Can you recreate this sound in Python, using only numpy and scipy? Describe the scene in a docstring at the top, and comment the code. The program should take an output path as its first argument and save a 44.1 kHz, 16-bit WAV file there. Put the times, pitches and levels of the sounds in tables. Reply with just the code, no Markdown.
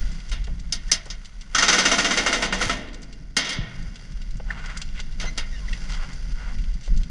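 """By a barn, at a steel livestock trailer, one microphone in the open yard. A latch clacks, then the gate
sticks and slips open in a slowing run of jolts that boom in the trailer, grinding over grit, and bangs
against its stop. Dry hinges squeak, cattle shift their hooves and flex the floor, a coat rustles and
gravel ticks underfoot. A light wind rumbles right on the microphone, over the yard's faint hiss."""
import sys
import numpy as np
from scipy import signal
from scipy.fft import rfft, irfft, next_fast_len
from scipy.io import wavfile
from scipy.ndimage import uniform_filter1d, map_coordinates

SR = 44100
rng = np.random.default_rng(int(sys.argv[2]) if len(sys.argv) > 2 else 0)


def unload_wav(signal):
    """Save mono or channel-first audio to the path in sys.argv[1] as 16-bit WAV at rate SR, clipped to [-1, 1]."""
    wavfile.write(
        sys.argv[1],
        SR,
        np.round(np.clip(np.atleast_2d(signal).T, -1, 1) * 32767).astype(np.int16),
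    )


N = 313110

# Wind on the microphone, and the yard's hiss. Each row: time in seconds, level in dB.
WIND_LEVELS = [(0.0, -21), (0.22, -40.5), (0.34, -22.5), (1.1, -38), (3.38, -37), (3.48, -49), (3.62, -28),
               (3.68, -47), (3.8, -29.5), (4.03, -46), (4.11, -32), (4.75, -32), (4.77, -28.5), (6.29, -30),
               (6.7, -24), (6.84, -37), (6.94, -15), (7.1, -30)]
YARD_LEVELS = [(0, -45), (.62, -63), (.9, -49.5), (1.35, -61), (3.1, -57.5), (3.33, -59.5), (3.8, -53),
               (4.25, -55.5), (5.8, -47), (7.1, -54.5)]
# Spectra of the wind's buffet and flutter, and of the hiss. Each row: frequency in Hz, level in dB.
BUFFET_SPECTRUM = [(8.8, -14), (15, 4), (27, 2.5), (40, 1.5), (51, -8.5), (76, -19), (120, -31),
                   (160, -38.5), (260, -120)]
FLUTTER_SPECTRUM = [(40, -19), (80, -6.5), (170, 2), (260, -12.5), (400, -27), (900, -63)]
YARD_SPECTRUM = [(100, -18), (250, -9), (600, -5), (1100, -7), (1600, -4), (2600, -8), (4000, -8.5),
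                 (4900, -2.5), (6500, -8), (8200, -20.5), (9900, -19), (11300, -34.5), (15000, -63),
                 (16500, -99)]
# Coat rustles and ground scuffs. Each row: middle and length in seconds, level in dB, centre in Hz.
RUBS = [(.17, 0.29, -55.5, 3600), (4.565, 0.25, -43, 1170), (4.719, 0.27, -42, 1410),
        (4.976, 0.087, -42.5, 2220), (5.25, 0.091, -40, 1080), (5.937, 0.12, -39.5, 3800),
        (5.997, .34, -43, 1200), (6.45, 0.22, -43, 1160), (6.865, .08, -48.5, 4600)]
# The clearest ticks of gravel and fittings. Each row: start in seconds, level in dB, centre in Hz.
CLEAR_TICKS = [(.295, -29.5, 5260), (.441, -31.5, 4460), (1.256, -30.5, 4070), (1.410, -32, 4500),
               (2.943, -32, 4500), (3.029, -33, 4940), (3.957, -31, 3740), (4.507, -25.5, 1500),
               (4.659, -27, 4800), (4.772, -22, 6300), (4.816, -20.5, 4300), (5, -22.5, 4000),
               (5.731, -24.5, 3080), (6.974, -30, 5330), (7.033, -29, 3850)]
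# Single blows of latch and gate. Each row: start in seconds, level, body and brightness in dB,
# rattle length in seconds, trailer echo in dB.
BLOWS = [(0.315, -21.5, -4.5, -12, 0.02, -15), (0.723, -6.5, -3.5, 5, 0.0093, -24),
         (0.915, 0.5, 3, 11, 0.0077, -24.5), (1.101, -19, 4, 6.5, 0.0068, -32),
         (3.366, -5, 2, 0, 0.011, -5.5), (3.446, -20.5, -2.5, -5.5, 0.048, 0),
         (3.49, -15, -6.5, -7, 0.054, -3.5), (5.198, -20.5, -0.5, -8, 0.057, -35),
         (5.376, -13.5, 3, -3, 0.0055, -39)]
# Broad spectra of latch, gate panel and grit. Each row: frequency in Hz, level in dB.
LATCH_SPECTRUM = [(80, -27.5), (300, -15.5), (900, -13.5), (2000, -11), (3500, -4.5), (5000, 0.5),
                  (6400, -1), (7900, -10.5), (9900, -13), (11000, -31.5), (15000, -37), (16500, -55)]
GATE_SPECTRUM = [(60, -42), (140, -25.5), (280, -6.5), (400, -6), (900, -0.5), (1400, -3.5), (2400, 0),
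                 (4000, -2), (6300, -3), (7800, -9.5), (9800, -18.5), (11300, -40), (15000, -39),
                 (16500, -89)]
GRIT_SPECTRUM = [(200, -8.5), (1200, 5.5), (3000, 1.5), (6500, 1.5), (8000, -8.5), (10000, -10),
                 (11500, -29), (15000, -31), (16500, -66)]
# How long latch, panel and trailer ring. Each row: frequency in Hz, seconds to fall 60 dB.
LATCH_T60 = [(300, 0.17), (2000, 0.25), (6000, 0.095), (12000, 0.11)]
PANEL_T60 = [(200, 0.21), (700, 0.19), (2000, 0.16), (6000, 0.14), (12000, 0.12)]
TRAILER_T60 = [(150, 1.86), (600, 1.2), (2000, 1.01), (5000, 0.47), (10000, 0.12)]
# Resonances of the steelwork, the trailer's bars and the housing around the microphone.
# Each row: centre in Hz, width in Hz, gain in dB.
STEEL_RESONANCES = [(182, 73, 11.5), (221, 56, 4), (268, 51, 4.5), (478, 4.8, 6), (618, 7.2, 8.5),
                    (680.6, 18, 12), (1032, 22, 6.5), (1320, 110, 4.5), (1383, 48, -0.5), (1846, 82, 10.5),
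                    (2194, 54, 3.5), (3148, 71, 4.5), (3716, 120, 8), (5210, 160, 7.5), (6210, 390, 5.5)]
BAR_RESONANCES = [(1880, 170, 2), (2173, 61, 5), (3360, 220, 3.5)]
HOUSING_RESONANCES = [(1461, 185, 10), (2058, 346, 11), (2802, 96, 10), (3263, 423, 6), (4710, 440, 6),
                      (6020, 550, 4.5), (7320, 110, 7), (9257, 610, 7)]
# The gate's clear modes. Each row: frequency in Hz, level in dB, seconds to fall 60 dB.
GATE_MODES = [(190.4, 0.5, 0.45), (491.4, -3, 0.89), (602, -6.5, 0.74), (660, -11, 0.98), (1305, 14, 0.072),
              (1423, 4.5, 0.1), (1420, 4, 0.083), (1855, -4, 0.4), (2136, 1, 0.28), (2210, -10.5, 0.55),
              (2830, 0.5, 0.2), (3140, -0.5, 0.33), (3350, -8, 0.59)]
# Knocks of hooves and feet. Each row: start in seconds, level in dB, seconds to fall 60 dB.
HOOF_KNOCKS = [(.472, -34.5, 0.12), (1.058, -34, 0.074), (4.398, -30, 0.032), (4.995, -34.5, 0.043),
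               (5.238, -26.5, 0.13), (6.876, -33, 0.029)]
# Cattle on the trailer floor. Each row: start in seconds, level in dB, middle of the pitch fall in Hz.
FLOOR_THUMPS = [(.507, -34, 143), (1.984, -32, 129), (2.661, -25.5, 119.7), (3.584, -20, 137),
                (3.879, -32, 94), (4.353, -30, 141), (6.284, -40, 166), (6.753, -35, 160)]
# Hinge squeaks. Each row: middle and length in seconds, pitch and glide in Hz, level and overtone in dB.
HINGE_SQUEAKS = [(0.902, 0.031, 1830, -100, -38.5, -17), (4.508, 0.013, 1794, 20.5, -23.5, -33),
                 (5.281, 0.07, 2033, 57, -37, 1.5), (5.550, 0.11, 1850, -260, -46.5, -5),
                 (5.573, 0.066, 2875, -5, -52, -20), (5.639, 0.071, 1054, -200, -52, -23),
                 (5.686, 0.012, 1910, -10, -38, -8), (5.733, 0.013, 1915, 0, -37.5, -22),
                 (5.731, 0.01, 2660, 0, -33, -11)]
# The gate's edge grinding along. 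Each row: time in seconds, level in dB.
SCRAPE_LEVELS = [(1.5, -57), (1.56, -38.5), (1.72, -27), (2.46, -36), (2.51, -56), (2.63, -27),
                 (2.72, -35.5), (2.95, -72)]
# Jolts of the juddering gate. Each row: start in seconds, level in dB.
GATE_JOLTS = [(1.547, -5), (1.582, -4.5), (1.623, -4), (1.681, -2.5), (1.726, -4.5), (1.782, -5.5),
              (1.852, -5), (1.914, -5.5), (1.982, -6), (2.044, -8), (2.108, -9), (2.172, -7.5), (2.261, -8),
              (2.327, -8.5), (2.422, -9), (2.524, -11.5), (2.61, -13.5), (2.694, -10.5)]


def amp(db):
    """Decibels to gain."""
    return 10 ** (np.asarray(db) / 20)


def unit(x):
    """x at rms 1."""
    return x / np.sqrt(np.mean(x ** 2) + 1e-20)


def along(points, hz):
    """(Hz, value) points read on a log axis."""
    knots_hz, values = np.transpose(points)
    return np.interp(np.log(hz + 1), np.log(knots_hz + 1), values)


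def curve(points):
    """(seconds, value) points read at every sample."""
    return np.interp(np.arange(N) / SR, *np.transpose(points))


def wobble(rate):
    """A smooth random curve, rate knots a second."""
    knots = rng.standard_normal(int(N * rate / SR) + 4)
    return map_coordinates(knots, [np.arange(N) * rate / SR])


def onset(rise_s):
    """One second of gain climbing from 0 towards 1."""
    return 1 - np.exp(-np.arange(SR) / SR / rise_s)


def add(track, start, sound):
    """Mix a sound into the track, start seconds in."""
    part = track[max(round(start * SR), 0):][:len(sound)]
    part += sound[:len(part)]


def at_peak(x, db):
    """Scale a hit so that its loudest 6 ms have crests near db."""
    power = uniform_filter1d(x ** 2, size=265).max()
    return x * amp(db) / (3 * np.sqrt(power))


def bumps(resonances, hz):
    """The dB that a set of resonances adds at each frequency."""
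    return sum(db / (1 + (2 * (hz - centre) / width) ** 2) for centre, width, db in resonances)


def hump(hz, centre, octaves, top_hz):
    """The dB response of a broad hump, cut off steeply above top_hz."""
    offset = np.log2((hz + 1) / centre) / octaves
    return -20 * np.log10((1 + offset ** 2) * (1 + (hz / top_hz) ** 12))


def coloured(x, db_of_hz):
    """x through a causal (minimum-phase) filter with the given dB response."""
    size = 2 * next_fast_len(len(x) // 2 + 4096)
    gain = np.maximum(amp(db_of_hz(np.fft.rfftfreq(size, 1 / SR))), 1e-6)
    cepstrum = irfft(np.log(gain))
    cepstrum[1:size // 2] *= 2
    cepstrum[size // 2 + 1:] = 0
    return irfft(rfft(x, size) * np.exp(rfft(cepstrum)), size)[:len(x)]


def shaped(x, spectrum):
    """x filtered by a spectrum of (Hz, dB) points."""
    return coloured(x, lambda hz: along(spectrum, hz))


def noise(spectrum):
    """Steady noise of rms 1."""
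    return unit(shaped(rng.standard_normal(N), spectrum))


def wind(buffet_db=1.0, flutter_db=-47.5, flutter_growth=0.57):
    """Slow eddies right on the microphone, with a lumpy flutter above them; one strength drives both."""
    strength_db = curve(WIND_LEVELS) + wobble(11)
    lumps = amp(3.2 * wobble(25))
    flutter_gain = amp(flutter_db + flutter_growth * (strength_db - strength_db.mean()))
    flutter = flutter_gain * unit(lumps * noise(FLUTTER_SPECTRUM))
    return amp(strength_db + buffet_db) * noise(BUFFET_SPECTRUM) + flutter


def yard(grain_db=2.0):
    """The faint, slightly restless and grainy hiss of the open yard."""
    grain = unit(amp(grain_db * wobble(300)))
    level_db = curve(YARD_LEVELS) + wobble(4.86) + wobble(35)
    return amp(level_db) * grain * noise(YARD_SPECTRUM)


def rustles(grain_db=2.5):
    """A coat rubs and feet scuff; each rub swells and fades, grainy with many tiny slips."""
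    out = np.zeros(N)
    slips = amp(grain_db * wobble(500) + 3.0 * wobble(40))
    for middle, length, db, centre in RUBS:
        rub = coloured(rng.standard_normal(SR), lambda hz: hump(hz, centre, octaves=0.94, top_hz=8500))
        swell = np.sin(np.linspace(0, np.pi, int(length * SR)))
        add(out, middle - length / 2, amp(db) * swell * unit(rub)[:len(swell)])
    return out * unit(slips)


def tap(db, centre, t60, octaves, top_hz, rise_s):
    """A small contact: a short grainy burst around a centre frequency, with no ring."""
    t = np.arange(SR // 3) / SR
    grains = rng.standard_normal(len(t)) * amp(5 * rng.standard_normal(len(t)))
    burst = grains * amp(-60 * t / t60) * (1 - np.exp(-t / rise_s))
    return at_peak(coloured(burst, lambda hz: hump(hz, centre, octaves, top_hz)), db)


def gravel(faint_per_s=7.3, faint_db=-38, spread_db=4.5, faint_hz=4350):
    """Stones underfoot and fittings tick: a few clearly, many faintly and at random."""
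    out, count = np.zeros(N), int(faint_per_s * N / SR)
    faint = [(when * N / SR, faint_db + spread_db * (2 * force - 1), faint_hz * 2 ** (pitch - 0.5))
             for when, force, pitch in rng.random((count, 3))]
    for start, db, centre in CLEAR_TICKS + faint:
        add(out, start, tap(db, centre, t60=0.054, octaves=0.77, top_hz=8630, rise_s=0.00022))
    return out


def dense_ring(ring_times, size=SR):
    """Countless modes struck at once, each frequency dying at its own speed; energy 1."""
    hz, t, spectra = signal.stft(rng.standard_normal(size), SR, nperseg=256)
    decay = amp(-60 * t / along(ring_times, hz)[:, None])
    ring = signal.istft(spectra * decay, SR, nperseg=256)[1][:size]
    return ring / np.linalg.norm(ring)


def trailer_echo(x, delay_s=0.012):
    """The steel box answers with a long diffuse tail, reaching the microphone just after the sound."""
    delayed = np.pad(x, (int(delay_s * SR), 0))
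    return signal.fftconvolve(delayed, dense_ring(TRAILER_T60))[:N]


def boom(tilt):
    """The steel box's tail, swelling after a blow; tilt is (Hz, dB) points."""
    return shaped(dense_ring(TRAILER_T60) * onset(0.014), tilt)


def struck(ring_times, length, rebound_db, rise_s, rebounds=4):
    """A blow and its fading rebounds within length seconds, each at a new spot on the steel; energy 1."""
    hit = dense_ring(ring_times)
    for progress in (np.arange(rebounds) + rng.random(rebounds)) / rebounds:
        rebound = amp(rebound_db - 4.9 * progress) * dense_ring(ring_times, size=SR // 4)
        add(hit, progress * length, rebound)
    hit *= onset(rise_s)  # waves take a moment to spread through the metal
    return hit / np.linalg.norm(hit)


def snap(t60=0.029):
    """The instant of contact, gone in a few milliseconds; energy 1."""
    burst = dense_ring([(0, t60)]) * onset(0.0016)
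    return burst / np.linalg.norm(burst)


def steel_colour(hz, spectrum, body_db, bright_db):
    """The steel's dB response; heavy contacts bring out the body, hard ones the treble."""
    treble_db = bright_db * along([(2500, 0.016), (6100, 1), (8500, 0.26)], hz)
    return along(spectrum, hz) + bumps(STEEL_RESONANCES, hz) + body_db + treble_db


def gate_ring(scatter_db=3):
    """The gate's modes ring on, at new strengths for every blow."""
    hz, db, t60 = np.transpose(GATE_MODES)[:, :, None]
    t = np.arange(SR) / SR
    strength, phase = rng.standard_normal((2, len(hz), 1))
    partials = amp(db + scatter_db * strength - 60 * t / t60) * np.sin(2 * np.pi * (hz * t + phase))
    return partials.sum(0) * onset(0.00083)


def clanks(level_db=-1, ring_db=-16):
    """The latch snaps brightly; the gate meeting its stop rings on and shakes the whole trailer."""
    out = np.zeros(N)
    for start, db, body_db, bright_db, length, echo_db in BLOWS:
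        crack_db = 6 + 0.64 * db  # harder clanks crack more in the top treble
        snap_db = -8.5 + 0.74 * bright_db  # brighter ones begin with more snap
        tail = coloured(boom([(2000, 4), (6000, -2.0)]), lambda hz: bumps(BAR_RESONANCES, hz))
        hit = struck(LATCH_T60, length, rebound_db=-4, rise_s=0.0012)
        hit += amp(echo_db) * tail + amp(snap_db) * snap()
        body = lambda hz: body_db * along([(2100, 0.93), (3600, 0)], hz)
        crack = lambda hz: crack_db * along([(6500, 0.088), (8800, 1.0)], hz)
        hit = coloured(hit, lambda hz: steel_colour(hz, LATCH_SPECTRUM, body(hz), bright_db) + crack(hz))
        # hard contact favours high modes
        ring = shaped(gate_ring(), [(500, -25), (1400, -19.0), (1900, -4)])
        add(out, start, at_peak(hit, db + level_db) + amp(db + echo_db + ring_db) * ring)
    return out


def hooves(centre_hz=590):
    """Hooves and feet land with a soft, dull knock."""
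    out = np.zeros(N)
    for start, db, t60 in HOOF_KNOCKS:
        add(out, start, tap(db, centre_hz, t60, octaves=0.76, top_hz=3960, rise_s=0.0028))
    return out


def floor_thumps(sag=0.52, t60=0.058, echo_db=-13):
    """The floor flexes under cattle, its pitch sagging as the weight settles; the trailer rumbles on."""
    out, t = np.zeros(N), np.arange(SR // 3) / SR
    swell = amp(-60 * t / t60) * (1 - np.exp(-t / 0.0035)) ** 2
    for start, db, hz in FLOOR_THUMPS:
        pitch = hz * (1 + sag * (2 * np.exp(-t / 0.012) - 1))
        phase = 2 * np.pi * np.cumsum(pitch) / SR
        add(out, start, amp(db) * swell / swell.max() * np.sin(phase))
    return out + amp(echo_db) * trailer_echo(out)


def squeaks(waver=0.035, echo_db=-21):
    """A dry hinge sings briefly on an unsteady pitch."""
    out, unsteady = np.zeros(N), wobble(600)
    for middle, length, hz, glide_hz, db, overtone_db in HINGE_SQUEAKS:
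        position = np.linspace(-0.5, 0.5, int(length * SR))
        drift = waver * unsteady[int(middle * SR):][:len(position)]
        pitch = (hz + glide_hz * position) * (1 + drift)
        phase = 2 * np.pi * np.cumsum(pitch) / SR
        tone = sum(amp(overtone_db * np.sqrt(k)) * np.sin((k + 1) * phase) for k in range(3))
        add(out, middle - length / 2, amp(db) * unit(tone) * np.cos(np.pi * position) ** 2)
    return out + amp(echo_db) * trailer_echo(out)


def scrape(grit_db=3.5):
    """Rust and grit crunch under the gate's edge while it moves."""
    grains = rng.standard_normal(N) * amp(grit_db * wobble(900) + wobble(58))
    return amp(curve(SCRAPE_LEVELS)) * unit(shaped(grains, GRIT_SPECTRUM))


def judder(level_db=-1, echo_db=-12, ring_db=-33, spread_s=0.13, boom_db_per_s=6, dulling_db_per_s=8):
    """The gate sticks and slips; each jolt rattles its panel and sets the trailer booming."""
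    out = np.zeros(N)
    for start, db in GATE_JOLTS:
        age = start - GATE_JOLTS[0][0]
        # a short, thin clang at first; as the shaking spreads into the trailer, jolts rattle and boom
        spread = 1 - np.exp(-age / spread_s)
        rattle_s = 0.005 + 0.025 * spread
        clang_db = 10.5 - 7 * spread
        # as the gate slows, its jolts grow heavier and duller
        boom_db = -22.5 + 22 * spread + boom_db_per_s * age
        bright_db = 6.5 - dulling_db_per_s * age
        hit = struck(PANEL_T60, rattle_s, rebound_db=-8, rise_s=0.0013)
        hit += amp(echo_db) * boom([(250, 11.5), (1200, -1.5), (6000, 6.5)])
        weight = lambda hz: boom_db * along([(600, 0.6), (1300, 0.37)], hz)
        body = lambda hz: weight(hz) + bumps([(1370, 440, clang_db)], hz)
        hit = coloured(hit, lambda hz: steel_colour(hz, GATE_SPECTRUM, body(hz), bright_db))
        ring = coloured(gate_ring(), body)
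        add(out, start, at_peak(hit, db + level_db) + amp(db + ring_db) * ring)
    return out


def scene():
    """Beside the trailer, in mono: steelwork, ticks and knocks with their echo, and the outdoor air."""
    underfoot = gravel() + hooves()
    steel = judder() + scrape() + clanks() + squeaks()
    echo = amp(-17) * trailer_echo(underfoot)
    return (steel + underfoot + echo + rustles() + floor_thumps() + wind() + yard())[None]


def record(dry, top_hz=15600):
    """A camera's microphone: its housing colours the sound, and nothing above top_hz is kept."""
    housing = lambda hz: bumps(HOUSING_RESONANCES, hz) + along([(500, 1.5), (1500, -4.0)], hz)
    housed = coloured(dry[0], housing)
    in_band = np.fft.rfftfreq(N, 1 / SR) < top_hz
    return irfft(rfft(housed) * in_band, N)[None]


dry = scene()
out = record(dry)
unload_wav(out)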